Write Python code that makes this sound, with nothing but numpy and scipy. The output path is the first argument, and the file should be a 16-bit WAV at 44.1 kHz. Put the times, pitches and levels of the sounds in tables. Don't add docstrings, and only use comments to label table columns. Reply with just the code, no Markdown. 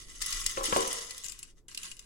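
import sys
import numpy as np
from scipy import signal
from scipy.fft import rfft, irfft
from scipy.io import wavfile

SR = 44100
rng = np.random.default_rng(int(sys.argv[2]) if len(sys.argv) > 2 else 0)


def generate_wav(sig):
    pcm = np.round(np.clip(np.atleast_2d(sig).T, -1, 1) * 32767).astype(np.int16)
    wavfile.write(sys.argv[1], SR, pcm)


N = 90404
TIME = np.arange(N) / SR
SEED_UNLIKE, BUMP_UNLIKE = 1, 0.35


def undb(db):
    return 10 ** (np.asarray(db) / 20)


def curve(rows):
    return np.interp(TIME, *np.array(rows).T)


def unit(x):
    return x / np.sqrt(np.mean(x ** 2))


def pan(db):
    return undb(np.array([[.5], [-.5]]) * db)


def add(out, start_s, x):
    i = int(start_s * SR)
    out[:, i:i + x.shape[-1]] += x[..., :N - i]


def convolve(x, impulse):
    return signal.fftconvolve(np.atleast_2d(x), np.atleast_2d(impulse), axes=1)[:, :N]


def gains(points, hz):
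    at_hz, db = np.array(points).T
    return undb(np.interp(np.log(hz + 1), np.log(at_hz), db))


def colour(x, points, size=4096):
    gain = unit(gains(points, np.fft.rfftfreq(size, 1 / SR)))
    cepstrum = irfft(np.log(gain))
    cepstrum[1:size // 2] *= 2
    cepstrum[size // 2 + 1:] = 0
    return convolve(x, irfft(np.exp(rfft(cepstrum))))


def fade(t60):
    return np.exp(-np.log(1000) * TIME[:int(t60 * SR)] / t60)


def mode(hz, t60):
    decay = fade(t60)
    return decay * np.sin(2 * np.pi * hz * TIME[:len(decay)]) * rng.choice([-1, 1])


def burst(t60, unlike, size=32768):
    noise = rng.standard_normal((3, size))
    decay = fade(t60)[:size]
    stereo = np.sqrt(1 - unlike) * noise[0] + np.sqrt(unlike) * noise[1:]
    x = stereo[:, :len(decay)] * decay
    return x * np.linalg.norm(decay) / np.linalg.norm(x, axis=1, keepdims=True)


def response(t60, unlike=SEED_UNLIKE):
    x = burst(t60, unlike)
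    return x / np.linalg.norm(x[0])


# time in seconds, level in dB.
RUMBLE_FADER = [(0, -51.5), (.75, -50), (.95, -57.5), (1.5, -57.5), (2.05, -56.5)]
HAND_FADER = [(.28, -80), (.33, -45), (.45, -47.5), (.55, -49), (.66, -43.5), (.85, -71), (1, -74.5)]
# frequency in Hz, relative level in dB.
RUMBLE_EQ = [(12, 3.5), (28, 7.5), (60, -7), (100, -11.5), (200, -18.5), (380, -16), (600, -30),
             (1500, -42.5), (5000, -67.5), (16000, -63)]
HAND_EQ = [(10, -20.5), (27, 2.5), (45, -23), (65, -22), (120, -29), (400, -45.5)]


def rumble():
    out = 0
    for fader, eq in ((RUMBLE_FADER, RUMBLE_EQ), (HAND_FADER, HAND_EQ)):
        noise = rng.standard_normal(N) + .5 * rng.standard_normal((2, N))
        out = out + unit(colour(noise, eq)) * undb(curve(fader))
    return out


def room(x, wet_db, t60, unlike, predelay_s=.008):
    tail = np.pad(response(t60, unlike), ((0, 0), (int(predelay_s * SR), 0)))
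    return x + undb(wet_db) * convolve(x, tail)


def twin_modes(hz, t60, detune=0.0183, twin_db=-8):
    twins = np.array([mode(hz * (1 + detune * rng.uniform(-0.97, 1)), t60) for _ in range(2)])
    return mode(hz, t60) + undb(twin_db) * twins


# start in seconds, ring, knock and thump levels in dB,
# centre of the ring in Hz, pitch of the knock in Hz.
BUMP_CUES = [(.573, -37, -26, -54.5, 580, 1990), (.61, -43, -34.5, -71, 505, 1110),
             (.683, -39.5, -61, -55, 308, 349), (0.7252, -39.5, -19, -35.5, 1230, 1430),
             (0.7623, -27, -18, -43.5, 440, 516), (.913, -49.5, -43.5, -73, 443, 437)]
# pitch in Hz, relative level in dB, time to fall 60 dB in seconds.
HOLLOW_MODES = [(158.6, -9.5, 0.81), (225.6, -11.5, 0.42), (276.5, -7.5, 0.39), (317.3, -1.5, 0.3),
                (383.4, -2, 0.38), (458.6, 1.5, 0.27), (470.3, -4.5, 0.64), (541.8, 4.5, 0.2),
                (568, -7.5, 0.28), (619, -13, 0.31), (780, -4, 0.38), (846, -1.5, 0.34), (1009, 5, 0.73),
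                (1053, 10, 0.31), (1119, 10.5, 0.33), (1383, 1, .25), (1656, 1.5, 0.55)]
# frequency in Hz, relative level in dB.
KNOCK_EQ = [(100, -19), (300, -3), (520, 5), (700, -6), (1120, 1.5), (1600, -14), (2100, -18.5),
            (3200, -12.5), (6000, -44)]
THUMP_EQ = [(30, 2), (130, 2.5), (250, 6), (600, -20), (2000, -109)]


def bumps(rolloff_db_per_octave=11.5):
    ring, knock, thump = np.zeros((3, 2, N))
    for start, ring_db, knock_db, thump_db, centre_hz, knock_hz in BUMP_CUES:
        for hz, db, t60 in HOLLOW_MODES:
            rolloff_db = rolloff_db_per_octave * abs(np.log2(hz / centre_hz))
            add(ring, start, undb(ring_db + db - rolloff_db) * twin_modes(hz, t60))
        focus = [(knock_hz / 2, -8), (knock_hz, 0), (knock_hz * 2, -4)]
        add(knock, start, undb(knock_db) * colour(burst(t60=0.039, unlike=BUMP_UNLIKE), focus))
        add(thump, start, undb(thump_db) * burst(t60=0.085, unlike=BUMP_UNLIKE))
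    blows = colour(knock, KNOCK_EQ) + colour(thump, THUMP_EQ)
    return ring + room(blows, wet_db=-4, t60=0.77, unlike=BUMP_UNLIKE)


# time in seconds, level in dB.
LIP_FADER = [(1.225, -100), (1.238, -42.5), (1.262, -42), (1.276, -60), (1.292, -45), (1.33, -57),
             (1.37, -100)]
# frequency in Hz, relative level in dB.
LIP_EQ = [(5500, -28), (6900, -5.5), (7400, 4.5), (7900, -10), (9000, -30)]


def lip_scrape():
    return unit(colour(rng.standard_normal((2, N)), LIP_EQ)) * undb(curve(LIP_FADER))


def spot_eq(spread_db):
    return np.column_stack([np.geomspace(2000, 16000, num=12), spread_db * rng.standard_normal(12)])


def pings(flow, per_s=800, low_hz=2933, high_hz=15930, trim_db=-6, max_pings=2048):
    out = np.zeros((2, N))
    decay = fade(t60=0.014)
    for when, pitch, strength, side, lag in rng.random((max_pings, 5))[:int(per_s * N / SR)]:
        hz = low_hz + pitch * (high_hz - low_hz)
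        phases = np.array([[0], [np.pi * (2 * lag - 1)]])
        note = decay * np.sin(2 * np.pi * hz * TIME[:len(decay)] + phases)
        add(out, when * N / SR, strength * np.sqrt([[side], [1 - side]]) * note)
    return unit(out) * undb(curve(flow) + trim_db)


# time in seconds, left minus right in dB.
STREAM_PAN = [(0, -5), (.4, -1.5), (.75, -3), (1.18, -2), (1.25, -7.5), (1.32, -3.5), (1.4, -0.5),
              (1.85, -4)]
SEEDS_PER_S, SEED_SPREAD_DB, PATTER_DB = 1100, 2.5, -0.5
CLUMPS_PER_S, CLUMP_DB = 70, 1.3


def stream(flow, spots=8):
    patter = 0
    for _ in range(spots):
        lands = rng.random(N) < SEEDS_PER_S / spots / SR
        sizes = undb(SEED_SPREAD_DB * np.clip(rng.standard_normal(N), -1.6, 1.6))
        impacts = unit(lands * sizes) * undb(curve(flow))
        spot_ring = colour(response(t60=0.012), spot_eq(spread_db=5))
        patter = patter + convolve(impacts, spot_ring)
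    clumps = undb(CLUMP_DB * np.interp(TIME * CLUMPS_PER_S, np.arange(N), rng.standard_normal(N)))
    grains = undb(PATTER_DB) * patter / np.sqrt(spots) + pings(flow)
    return grains * clumps * pan(curve(STREAM_PAN))


def ticks(cues, rise_s):
    out = np.zeros((2, N))
    for start, db, pan_db, treble_db in cues:
        click = burst(t60=0.028, unlike=SEED_UNLIKE, size=4096)
        attack = 1 - np.exp(-TIME[:click.shape[1]] / rise_s)
        tilt = [(1200, -8.5), (3000, 0.0057), (9000, treble_db / 2), (14000, treble_db)]
        click = colour(click * attack, tilt)
        add(out, start, undb(db) * pan(pan_db) * colour(click, spot_eq(spread_db=3)))
    return out


def vessel(flow, tick_cues, eq, modes, rise_s):
    small, big = stream(flow), ticks(tick_cues, rise_s)
    ring = convolve(undb(-3) * small + undb(-10) * big, response(t60=0.1))
    wall = colour(small + big + ring, eq)
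    notes = np.zeros((2, N))
    for hz, db, t60 in modes:
        note = mode(hz, t60)
        add(notes, 0, undb(db) * note / np.linalg.norm(note))
    return wall + convolve(wall, notes)


# time in seconds, level in dB.
TIN_FLOW = [(1.22, -101), (1.248, -44.5), (1.275, -53), (1.31, -57.5), (1.35, -57.5), (1.5, -65),
            (1.53, -94), (1.678, -106.5), (1.684, -47.5), (1.702, -59.5), (1.714, -46), (1.735, -59.5),
            (1.8, -51.5), (1.855, -44), (1.9, -52), (1.96, -59.5), (2.05, -62)]
# start in seconds, level in dB, left minus right in dB, treble in dB.
TIN_TICK_CUES = [(1.236, -30, 10, 23), (1.242, -28, 3, 14), (1.2611, -25.5, 3, 17), (1.283, -32, 18, 16),
                 (1.295, -30.5, 5, 10), (1.32, -28, 9, 16), (1.39, -29, -4, 12.5), (1.4284, -29, 0, 7),
                 (1.682, -40.5, 0, 5.5), (1.7465, -30.5, -3, 3.5), (1.774, -25, -5, 7),
                 (1.831, -25.5, -7, 5.5), (1.9142, -34.5, -3, -7), (1.967, -43, -3, 4),
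                 (1.992, -31.5, -0.5, 7.5)]
# frequency in Hz, relative level in dB.
TIN_EQ = [(200, -3), (850, -22), (1050, -5), (1300, -5), (1650, -6), (2400, -2), (2850, 5), (3300, -0.5),
          (5000, 2.5), (6100, 4.5), (6900, 0), (7450, 5), (8600, 2), (9600, 0), (11500, -12.5),
          (15700, -23.5)]
# pitch in Hz, level in dB, time to fall 60 dB in seconds.
TIN_NOTES = [(2870, -21, 0.022), (9650, -21.5, 0.013)]


def slide_in_tin():
    return vessel(TIN_FLOW, TIN_TICK_CUES, TIN_EQ, TIN_NOTES, rise_s=0.00064)


# time in seconds, level in dB.
TRAY_FLOW = [(0, -48.5), (.045, -57), (.065, -59), (.11, -51.5), (.202, -51.5), (.21, -40), (.25, -42),
             (.33, -38.5), (.41, -40.5), (.45, -48.5), (.495, -38.5), (.54, -43.5), (.625, -48), (.64, -34),
             (.69, -40), (.81, -36.5), (.86, -40), (.95, -39), (1.07, -49.5), (1.225, -51.5), (1.25, -52.5),
             (1.34, -60.5), (1.42, -66.5), (1.51, -67), (1.535, -95), (1.58, -67), (1.63, -105)]
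# start in seconds, level in dB, left minus right in dB, treble in dB.
TRAY_TICK_CUES = [(0.2165, -21, 4, 11), (0.2212, -17.5, 1, 12.5), (0.2613, -20, -3, 11.5),
                  (0.3046, -27, -7, 21), (0.327, -23, 2.5, 6.5), (0.406, -26, -7, 23.5),
                  (0.4413, -33, -3, 4), (0.4623, -14, 1, 6.5), (0.5119, -26.5, -2.5, 14),
                  (.632, -21.5, -3.5, 19), (0.6546, -23, 0.5, 4), (0.7263, -30.5, -11.5, -4),
                  (0.7523, -28.5, -9, 10), (0.768, -17.5, -4, 13), (0.805, -25.5, 1.5, 4.5),
                  (0.8747, -23.5, -4.5, 11.5), (0.9284, -21, -0.5, 9.5), (1.0454, -38, 6, 7.5),
                  (1.095, -41, 9, 5), (1.1072, -30, 1.5, 3.5), (1.1787, -28, -4, 13.5)]
# frequency in Hz, relative level in dB.
TRAY_EQ = [(200, -29.5), (900, -22), (1060, -4), (1180, -3.5), (1420, -5.5), (1650, -11), (2050, 0.5),
           (2350, -4.5), (2800, -1.5), (4000, -5), (5600, 2), (7000, -2), (7900, 1.5), (9000, -2),
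           (10200, -5.5), (11200, -14), (12800, -19), (15700, -21.5)]
# pitch in Hz, level in dB, time to fall 60 dB in seconds.
TRAY_NOTES = [(2050, -22.5, 0.099), (2425, -23, 0.13), (3333, -27, 0.044), (4782, -23.5, 0.18),
              (5490, -26, 0.023), (6232, -23.5, 0.04)]


def pour_into_tray():
    return vessel(TRAY_FLOW, TRAY_TICK_CUES, TRAY_EQ, TRAY_NOTES, rise_s=0.00039)


# frequency in Hz, gain in dB.
LEFT_EQ = [(100, -1.5), (400, 0.5), (1300, 2), (1900, 5), (3000, 3.5), (5500, 1), (7200, 5), (8100, 0),
           (8800, -2), (10000, -15), (11500, -5.5), (14000, 0)]
RIGHT_EQ = [(100, 2), (400, -1), (1300, -1), (1900, -3.5), (3000, 1.5), (5500, -2), (7200, -6), (8100, -7),
            (8800, -3.5), (10000, 8), (11500, 3.5), (14000, 0.5)]
# frequency in Hz, side relative to mid in dB.
STEREO_WIDTH = [(1200, -0.5), (4500, 0.5), (7500, -3), (10000, -3.5), (13000, -2.5)]


def stereo_image(x, right_lag_s=0.000419):
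    hz = np.fft.rfftfreq(N, 1 / SR)
    left = rfft(x[0])
    right = rfft(x[1]) * np.exp(-2j * np.pi * hz * right_lag_s)
    width = gains(STEREO_WIDTH, hz)
    mid, side = np.array([left + right, (left - right) * width]) / np.sqrt(2 + 2 * width ** 2)
    return irfft(np.array([(mid + side) * gains(LEFT_EQ, hz), (mid - side) * gains(RIGHT_EQ, hz)]), N)


def scene():
    seeds = pour_into_tray() + slide_in_tin() + lip_scrape()
    seeds = room(seeds, wet_db=-19, t60=0.046, unlike=SEED_UNLIKE)
    return stereo_image(seeds + bumps()) + rumble()


def record(dry, top_hz=16000):
    return signal.sosfilt(signal.ellip(8, .2, 70, top_hz, fs=SR, output="sos"), dry)


dry = scene()
out = record(dry)
generate_wav(out)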